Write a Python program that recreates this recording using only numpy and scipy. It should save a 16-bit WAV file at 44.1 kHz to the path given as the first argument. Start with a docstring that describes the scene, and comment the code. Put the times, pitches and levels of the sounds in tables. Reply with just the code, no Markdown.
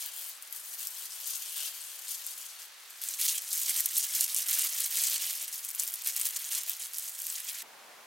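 """A small hissing room: hands in thin plastic gloves gather wet greens at one side, then lay them on a near pan.
Film crackle is random clicks ringing small resonant facets; folds are the same film, coloured lower.
Single creases snap as a resonant crack plus a shiver; dense random echoes scatter everything.
Near the end the rustle stops dead and a duller, steady room noise (coloured noise) takes over."""
import sys
import numpy as np
from scipy import signal
from scipy.fft import rfft, irfft, next_fast_len
from scipy.io import wavfile
from scipy.ndimage import uniform_filter1d

SR = 44100
rng = np.random.default_rng(int(sys.argv[2]) if len(sys.argv) > 2 else 0)


def put_to_file(sound):
    """Save the sound as 16-bit audio at rate SR, in the file named by the first command-line argument."""
    columns = np.atleast_2d(sound).T  # one column per channel
    safe = np.clip(columns, -1, 1)
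    whole_steps = np.round(safe * 32767)
    wavfile.write(sys.argv[1], SR, whole_steps.astype(np.int16))


N = 355432
LIFT_S = 2.8  # greens leave the tub
CHANGE_S = 7.628  # rustle stops, room noise changes
CUTOFF_HZ = 16000


def from_db(db):
    """Decibels to gain."""
    return 10 ** (np.asarray(db) / 20)


def rms_one(x):
    """Scale to unit power."""
    return x / np.sqrt(np.mean(x ** 2) + 1e-20)


def in_time(rows):
    """Each column of a curve, interpolated sample by sample."""
    s, *columns = np.transpose(rows)
    return [np.interp(np.arange(N) / SR, s, column) for column in columns]


def coloured(x, spectrum):
    """Filter by a response of (Hz, dB) points, joined on a log frequency axis."""
    size = next_fast_len(N + SR // 10)
    hz, db = np.transpose(spectrum)
    bins_hz = np.maximum(np.fft.rfftfreq(size, 1 / SR), 1)
    gain = from_db(np.interp(np.log(bins_hz), np.log(hz), db))
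    return irfft(rfft(x, size) * gain, size)[..., :N]


def drift(rate_hz):
    """Random curve of unit power, joining rate_hz new values a second by straight lines."""
    values = rng.standard_normal(N // 8)
    return rms_one(np.interp(np.arange(N) / SR * rate_hz, np.arange(N // 8), values))


def evened(x, span_s):
    """Hold the short-term power near 1, so that later gains set the level."""
    size = max(int(span_s * SR), 8)
    power = uniform_filter1d(uniform_filter1d(x ** 2, size), size)
    return x / np.sqrt(power + 1e-12)


def facet(clicks, hz, q):
    """A small patch of film rings briefly: two equal resonators in series give steep skirts."""
    r = np.exp(-np.pi * hz / max(q, .5) / SR)
    peak = (1 - r * r) / 2
    resonance = [peak, 0, -peak, 1, -2 * r * np.cos(2 * np.pi * hz / SR), r * r]
    return signal.sosfilt([resonance, resonance], clicks + 1e-18)


# Steady handling between bursts. 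Each row: time in seconds, relative crackle level in dB,
# relative fold level in dB re crackle.
HANDLING = [(0, -38.5, -14.5), (.4, -54.5, -8), (.65, -44.5, -19), (1.1, -43.5, -13), (1.4, -40.5, -9),
            (1.9, -45, -11), (2.45, -44, -11.5), (2.7, -61, -1), (2.95, -52.5, -9), (3.3, -31.5, -11),
            (3.42, -41, -15), (3.6, -38.5, -11), (5.25, -34, -8), (5.5, -44.5, -9), (6.5, -40, -10),
            (6.9, -50.5, -7.5), (7.15, -43, -15.5), (7.6, -42, -6)]
# Bursts of crackle, from very brief to about 0.2 s. Each row: start in seconds, length in seconds,
# relative crackle level in dB, relative fold level in dB re crackle.
BURSTS = [(0.0, 0.085, -45, -4), (0.148, 0.15, -41.5, -15), (0.52, 0.068, -42, -21),
          (0.718, 0.027, -39, -19), (0.777, 0.075, -39.5, -12.5), (0.946, 0.12, -46.5, -9),
          (1.244, 0.119, -37.0, -25), (1.551, 0.13, -37.5, -7.5), (2.07, 0.081, -36.5, -19),
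          (2.245, 0.091, -44.5, -23), (2.578, 0.07, -46.5, -10), (3.003, 0.141, -40, -13),
          (3.186, 0.13, -30.5, -12.5), (3.324, 0.052, -38, -6.5), (3.499, 0.2, -34.0, -16.5),
          (3.671, 0.038, -30, -9), (3.736, 0.066, -30, -11.5), (3.946, 0.051, -28, -17),
          (4.019, 0.031, -32.5, -10), (4.123, 0.12, -30, -14.5), (4.359, 0.062, -33.5, -12),
          (4.478, 0.19, -30.0, -12), (4.769, 0.1, -35.5, -16), (4.941, 0.14, -31.5, -11.5),
          (5.073, 0.094, -34, -8), (5.293, 0.0069, -29.0, -10), (5.397, 0.042, -37.5, -10),
          (5.519, 0.022, -33, -17), (5.572, 0.026, -42.0, -14), (5.631, 0.019, -36, -23),
          (5.674, 0.031, -39, -21), (5.776, 0.061, -34, -14.5), (5.87, 0.01, -33.0, -14),
          (6.046, 0.051, -32.5, -10.5), (6.15, 0.075, -35, -9), (6.239, 0.029, -29, -13.5),
          (6.348, 0.016, -33, -9.5), (6.5, 0.094, -33.5, -9.5), (6.662, 0.063, -37.0, -10),
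          (6.79, 0.066, -38.5, -10.5), (6.93, 0.17, -39.5, -20), (7.179, 0.18, -41.5, -16.5),
          (7.336, 0.064, -40, -8), (7.472, 0.025, -36.5, -6.5)]
ATTACK_S, EASE_DB, RELEASE_S = 0.016, 1.06, 0.029
LULL_DB, LULL_S = 11.5, 0.017  # dip of the handling after a burst: depth, time of its deepest point


def effort():
    """Crackle and fold gains: bursts build, ease and die, adding power to handling that dips after each."""
    t = np.arange(N) / SR
    steady_db, steady_folds_db = in_time(HANDLING)
    crackle_power, fold_power = np.zeros((2, N))
    for start_s, length_s, db, folds_db in BURSTS:
        near = (t > start_s) & (t < start_s + length_s + 10 * RELEASE_S)
        age_s = t[near] - start_s
        idle_s = np.maximum(age_s - length_s, 0)
        attack = np.minimum(age_s / ATTACK_S, 1)
        eased_db = db - EASE_DB * np.minimum(age_s / length_s, 1)
        gain = attack * from_db(eased_db) * np.exp(-idle_s / RELEASE_S)
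        crackle_power[near] += gain ** 2
        fold_power[near] += (gain * from_db(folds_db)) ** 2
        lull = (idle_s / LULL_S) ** 2
        steady_db[near] -= LULL_DB * lull * np.exp(1 - lull)
    crackle_power += from_db(steady_db) ** 2
    fold_power += from_db(steady_db + steady_folds_db) ** 2
    return np.sqrt(crackle_power), np.sqrt(fold_power)


def buckles(per_s, spread_db, flurry_db, flurry_hz, patchy_db, q, rub_db, stiffness, count=14):
    """Film buckles in flurries; each click rings one facet, over the soft hiss of film sliding on film."""
    flurry = from_db(flurry_db * (drift(flurry_hz) + 0.75 * drift(450)))
    sizes_db = spread_db * np.minimum(rng.exponential(1, N), 4.5)
    clicks = rng.choice([-1, 1], N) * (rng.random(N) < per_s / SR)
    facet_of_click = rng.integers(0, count, N)
    rings = 0
    for k, hz in enumerate(np.linspace(1650, 16500, count)):
        # high-pitched, stiff facets vary most in size; each has busy and quiet moments
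        blow_db = sizes_db * (hz / 10000) ** stiffness + patchy_db * drift(45)
        blows = clicks * (facet_of_click == k) * from_db(blow_db)
        rings = rings + rms_one(facet(blows, hz, q))
    rub = from_db(rub_db) * rng.standard_normal(N)
    return flurry * (evened(rings, 0.28) + rub)


# Colour of the fine crackle. Each row: frequency in Hz, relative density in dB per Hz.
CRACKLE = [(1500, -53), (3000, -17.5), (4200, -7), (5300, -3), (6600, 1.2), (7500, 0.5), (8500, 2.5),
           (9800, 0.5), (12500, 2.1), (16000, 0.5)]


def fine_crackle(film, gain):
    """Small facets: the film's bright part, following the crackle gain."""
    return from_db(-0.63) * gain * evened(coloured(film, CRACKLE), 0.028)


# Colour of the folds in the tub. Each row: frequency in Hz, relative density in dB per Hz.
TUB = [(200, -37), (640, -7.5), (1150, -9.5), (1900, -14), (2700, -1), (3200, 2.5), (3900, -5),
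       (4500, -2.5), (8000, -30)]
# Colour of the folds after the lift. Each row: frequency in Hz, relative density in dB per Hz.
FOLDS = [(60, -62), (150, -50), (300, -22.5), (450, -15), (620, -5.5), (800, -9.5), (1100, -6), (1550, -9),
         (2200, 0), (2600, -0.5), (3100, 2), (3800, -2), (5000, -6), (9000, -16.5)]


def larger_folds(film, gain):
    """Larger folds: the same film coloured lower, by the tub until the greens are lifted."""
    in_tub = np.arange(N) / SR < LIFT_S
    rustle = np.where(in_tub, coloured(film, TUB), coloured(film, FOLDS))
    return from_db(-1.5) * gain * evened(rustle, 0.014)


# Lesser creases, levels relative
CREASES_PER_S, CREASE_ABOVE_CRACKLE_DB, CREASE_SPREAD_DB = 26, 16.5, 2
CREASE_HZ, CREASE_SPREAD_OCTAVES, CREASE_SHIVER_DB = 9500, 0.39, -9.5


def lesser_creases(crackle_gain):
    """Chance snaps in runs, louder where the crackle is; rows as in SNAPS."""
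    gaps = rng.standard_normal(SR) ** 2  # mean 1, mostly short
    size, pitch = rng.standard_normal((2, SR)).clip(-2, 2)
    s = np.cumsum(gaps) / CREASES_PER_S
    crackle_db = 20 * np.log10(np.interp(s * SR, np.arange(N), crackle_gain))
    db = crackle_db + CREASE_ABOVE_CRACKLE_DB + CREASE_SPREAD_DB * size
    hz = CREASE_HZ * 2 ** (CREASE_SPREAD_OCTAVES * pitch)
    return np.transpose([s, db, hz, np.full(len(s), CREASE_SHIVER_DB)])[s < CHANGE_S]


# Loudest creases. Each row: time in seconds, relative level in dB, pitch in Hz,
# shiver in dB re the crack before softening.
SNAPS = [(0.4233, -23.5, 10800, -4), (0.5247, -18, 14100, -3), (0.87, -13.5, 14500, -5),
         (2.0916, -21, 13300, -2), (2.2645, -17, 11400, -1), (2.905, -28, 12900, -2),
         (3.037, -15, 14300, -3), (3.0861, -11.5, 8350, -3), (3.137, -17, 6420, -1),
         (3.2124, -12, 6640, -2), (3.2864, -10, 6720, -2), (3.3802, -11, 8140, -2), (3.529, -9, 8500, -5),
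         (3.6145, -16, 12600, -4), (3.695, -12, 7420, -2), (3.8048, -6, 12300, -2.5),
         (3.8577, -6, 12400, -0.5), (3.9668, -10, 8260, -2), (3.9816, -9, 12200, -2),
         (4.2078, -4, 12500, -3), (4.241, -7.5, 11200, -3), (4.345, -9, 10200, -2), (4.363, -9.5, 8700, -3),
         (4.4024, -15, 9300, 0), (4.5296, -9.5, 8110, -3), (4.5925, -10, 8980, 0), (4.803, -10, 9630, -1),
         (4.8399, -11, 6980, -3), (5.037, -10, 8880, -2), (5.1417, -14, 8910, -2), (5.4788, -19.5, 9600, 1),
         (5.7478, -17, 12400, -2), (5.7963, -8, 8200, -3), (5.876, -16, 13400, -1),
         (5.9384, -13, 11900, -2), (6.0716, -9, 13800, -3), (6.1634, -10.5, 12700, -4),
         (6.2123, -10.5, 8970, 0), (6.2537, -10.5, 13400, 0), (6.3609, -14.5, 6500, -3),
         (6.549, -10, 8450, -3), (6.6333, -18.5, 11900, -4), (6.6946, -10, 14700, -4),
         (6.9336, -21, 11800, -2), (6.983, -13, 12300, -1), (7.189, -20.5, 11400, -3),
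         (7.2665, -14.5, 11600, -2), (7.2993, -16, 7600, 0)]


def snaps(crackle_gain, level_db, q, crack_s, slowness, softening_db, shiver_s, broad):
    """A crease gives way in one crack; the film round it settles in a shiver of smaller clicks."""
    out, t = np.zeros(N), np.arange(SR // 25) / SR
    for s, db, hz, shiver_db in [*SNAPS, *lesser_creases(crackle_gain)]:
        # long, low-pitched creases give way more slowly and softly
        length = 12500 / hz
        ring_hz = min(hz, CUTOFF_HZ)
        crack = rng.choice([-1, 1], len(t)) * np.exp(-t / (crack_s * length ** slowness))
        crack = facet(crack, ring_hz, q)
        sparse = rng.standard_normal(len(t)) * (rng.random(len(t)) < .25)
        shiver = sparse * np.exp(-t / (shiver_s * length))
        # a broad resonance spreads the shiver over more pitches
        shiver = facet(shiver, ring_hz, q) + broad * facet(shiver, 7500, 0.46)
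        crack, shiver = [r / np.sqrt(np.sum(r ** 2)) for r in (crack, shiver)]
        snap = from_db(-softening_db * np.log2(length)) * crack + from_db(shiver_db) * shiver
        at = int((s + .001) * SR)
        out[at:at + len(t)] += from_db(db + level_db) * snap
    return out


def echoes(x, t60_s, delay_s, channels, size=1024):
    """Dense dying reflections whose random paths change block by block."""
    t = np.arange(int(np.clip(t60_s, .01, .5) * SR * 2 / 3)) / SR
    shape = from_db(-60 * t / t60_s) * np.clip(t / delay_s - 1, 0, 1)
    shape /= np.sqrt(np.sum(shape ** 2)) + 1e-12
    paths = rng.standard_normal((channels, SR))
    out = np.zeros((channels, N + size + len(t)))
    picks = rng.integers(0, SR // 2, N // size + 1)
    for at, pick in zip(range(0, N, size), picks):
        response = shape * paths[:, pick:pick + len(t)]
        tail = signal.fftconvolve(x[None, at:at + size], response, axes=1)
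        out[:, at:at + tail.shape[1]] += tail
    return out[:, :N]


def scattered(source, wet_db, pan_db):
    """Pan and hands scatter first, then the room; the direct sound is placed left to right."""
    direct = source + from_db(-10.0) * echoes(source, t60_s=0.025, delay_s=0.00039, channels=1)[0]
    # small random wavering between left and right
    near = direct * from_db((pan_db + .8 * drift(69)) / 2 * np.array([[1], [-1]]))
    wet = from_db(wet_db)
    room = wet * echoes(direct, t60_s=0.088, delay_s=0.0022, channels=2)
    return (near + room) / np.sqrt(1 + wet ** 2 / 2)


# Where the hands work. Each row: time in seconds, room share in dB re direct, left minus right in dB,
# buckles per second, spread of their sizes in dB at 10 kHz.
REACH = [(0, -5, 4, 8500, 4), (1.7, -4.5, 4.5, 9500, 3), (2.5, -6, 4.4, 7200, 2), (3.1, -13, 0.5, 4400, 2),
         (4.3, -14.5, -0.5, 3700, 3.5), (5.2, -13.5, -0.5, 5400, 3), (5.6, -11, 1, 3300, 4.5),
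         (6.7, -13, 0, 3000, 2.5), (7.6, -11.5, 0, 4100, 4)]


def gloves():
    """Crackle, folds and snaps of one film, with the bass gently rolled off below about 260 Hz."""
    crackle_gain, fold_gain = effort()
    wet_db, pan_db, per_s, spread_db = in_time(REACH)
    film = buckles(per_s, spread_db, flurry_db=2.0, flurry_hz=110, patchy_db=3.0, q=1.54,
                   rub_db=-5.5, stiffness=1.05)
    creases = snaps(crackle_gain, level_db=5.0, q=1.95, crack_s=0.00022, slowness=2.1,
                    softening_db=2.0, shiver_s=0.0029, broad=1.1)
    source = fine_crackle(film, crackle_gain) + larger_folds(film, fold_gain) + creases
    heard = scattered(source, wet_db, pan_db)
    return signal.sosfilt(signal.butter(1, 260, "high", fs=SR, output="sos"), heard)


def room_noise(spectrum, side_db):
    """Steady diffuse noise of unit mid power, partly alike at both ears."""
    mid, side = rms_one(coloured(rng.standard_normal((2, N)), spectrum))
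    return mid + from_db(side_db) * side * [[1], [-1]]


# Colour of the hiss. Each row: frequency in Hz, relative density in dB per Hz.
HISS = [(30, -54), (60, -40), (120, -26), (200, -21.5), (350, -9.5), (600, -2), (1000, 2), (1700, 5),
        (2800, 3.5), (4000, 3.5), (9000, -3), (16000, -8.5)]


def hiss():
    """Steady room hiss behind the hands."""
    return from_db(-53.5) * room_noise(HISS, side_db=-5)


# Colour of the duller noise. Each row: frequency in Hz, relative density in dB per Hz.
DULL_ROOM = [(30, -31), (100, -29), (170, -16), (300, -10.5), (600, -4), (850, -0.5), (1300, -4.5),
             (2100, -5), (3000, -8.5), (6000, -12), (13000, -16), (16000, -19)]


def dull_room():
    """Duller steady room noise after the rustle stops."""
    return from_db(-53) * room_noise(DULL_ROOM, side_db=-6)


def scene():
    """Gloves over hiss, crossfaded in 3.5 ms to the duller room noise."""
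    after = np.clip((np.arange(N) / SR - CHANGE_S) / 0.0035 + .5, 0, 1)
    handling = gloves() + hiss()
    return (1 - after) * handling + after * dull_room()


def record(dry):
    """Cut the top steeply with an elliptic low-pass."""
    return signal.sosfilt(signal.ellip(12, .1, 80, CUTOFF_HZ, fs=SR, output="sos"), dry)


dry = scene()
out = record(dry)
put_to_file(out)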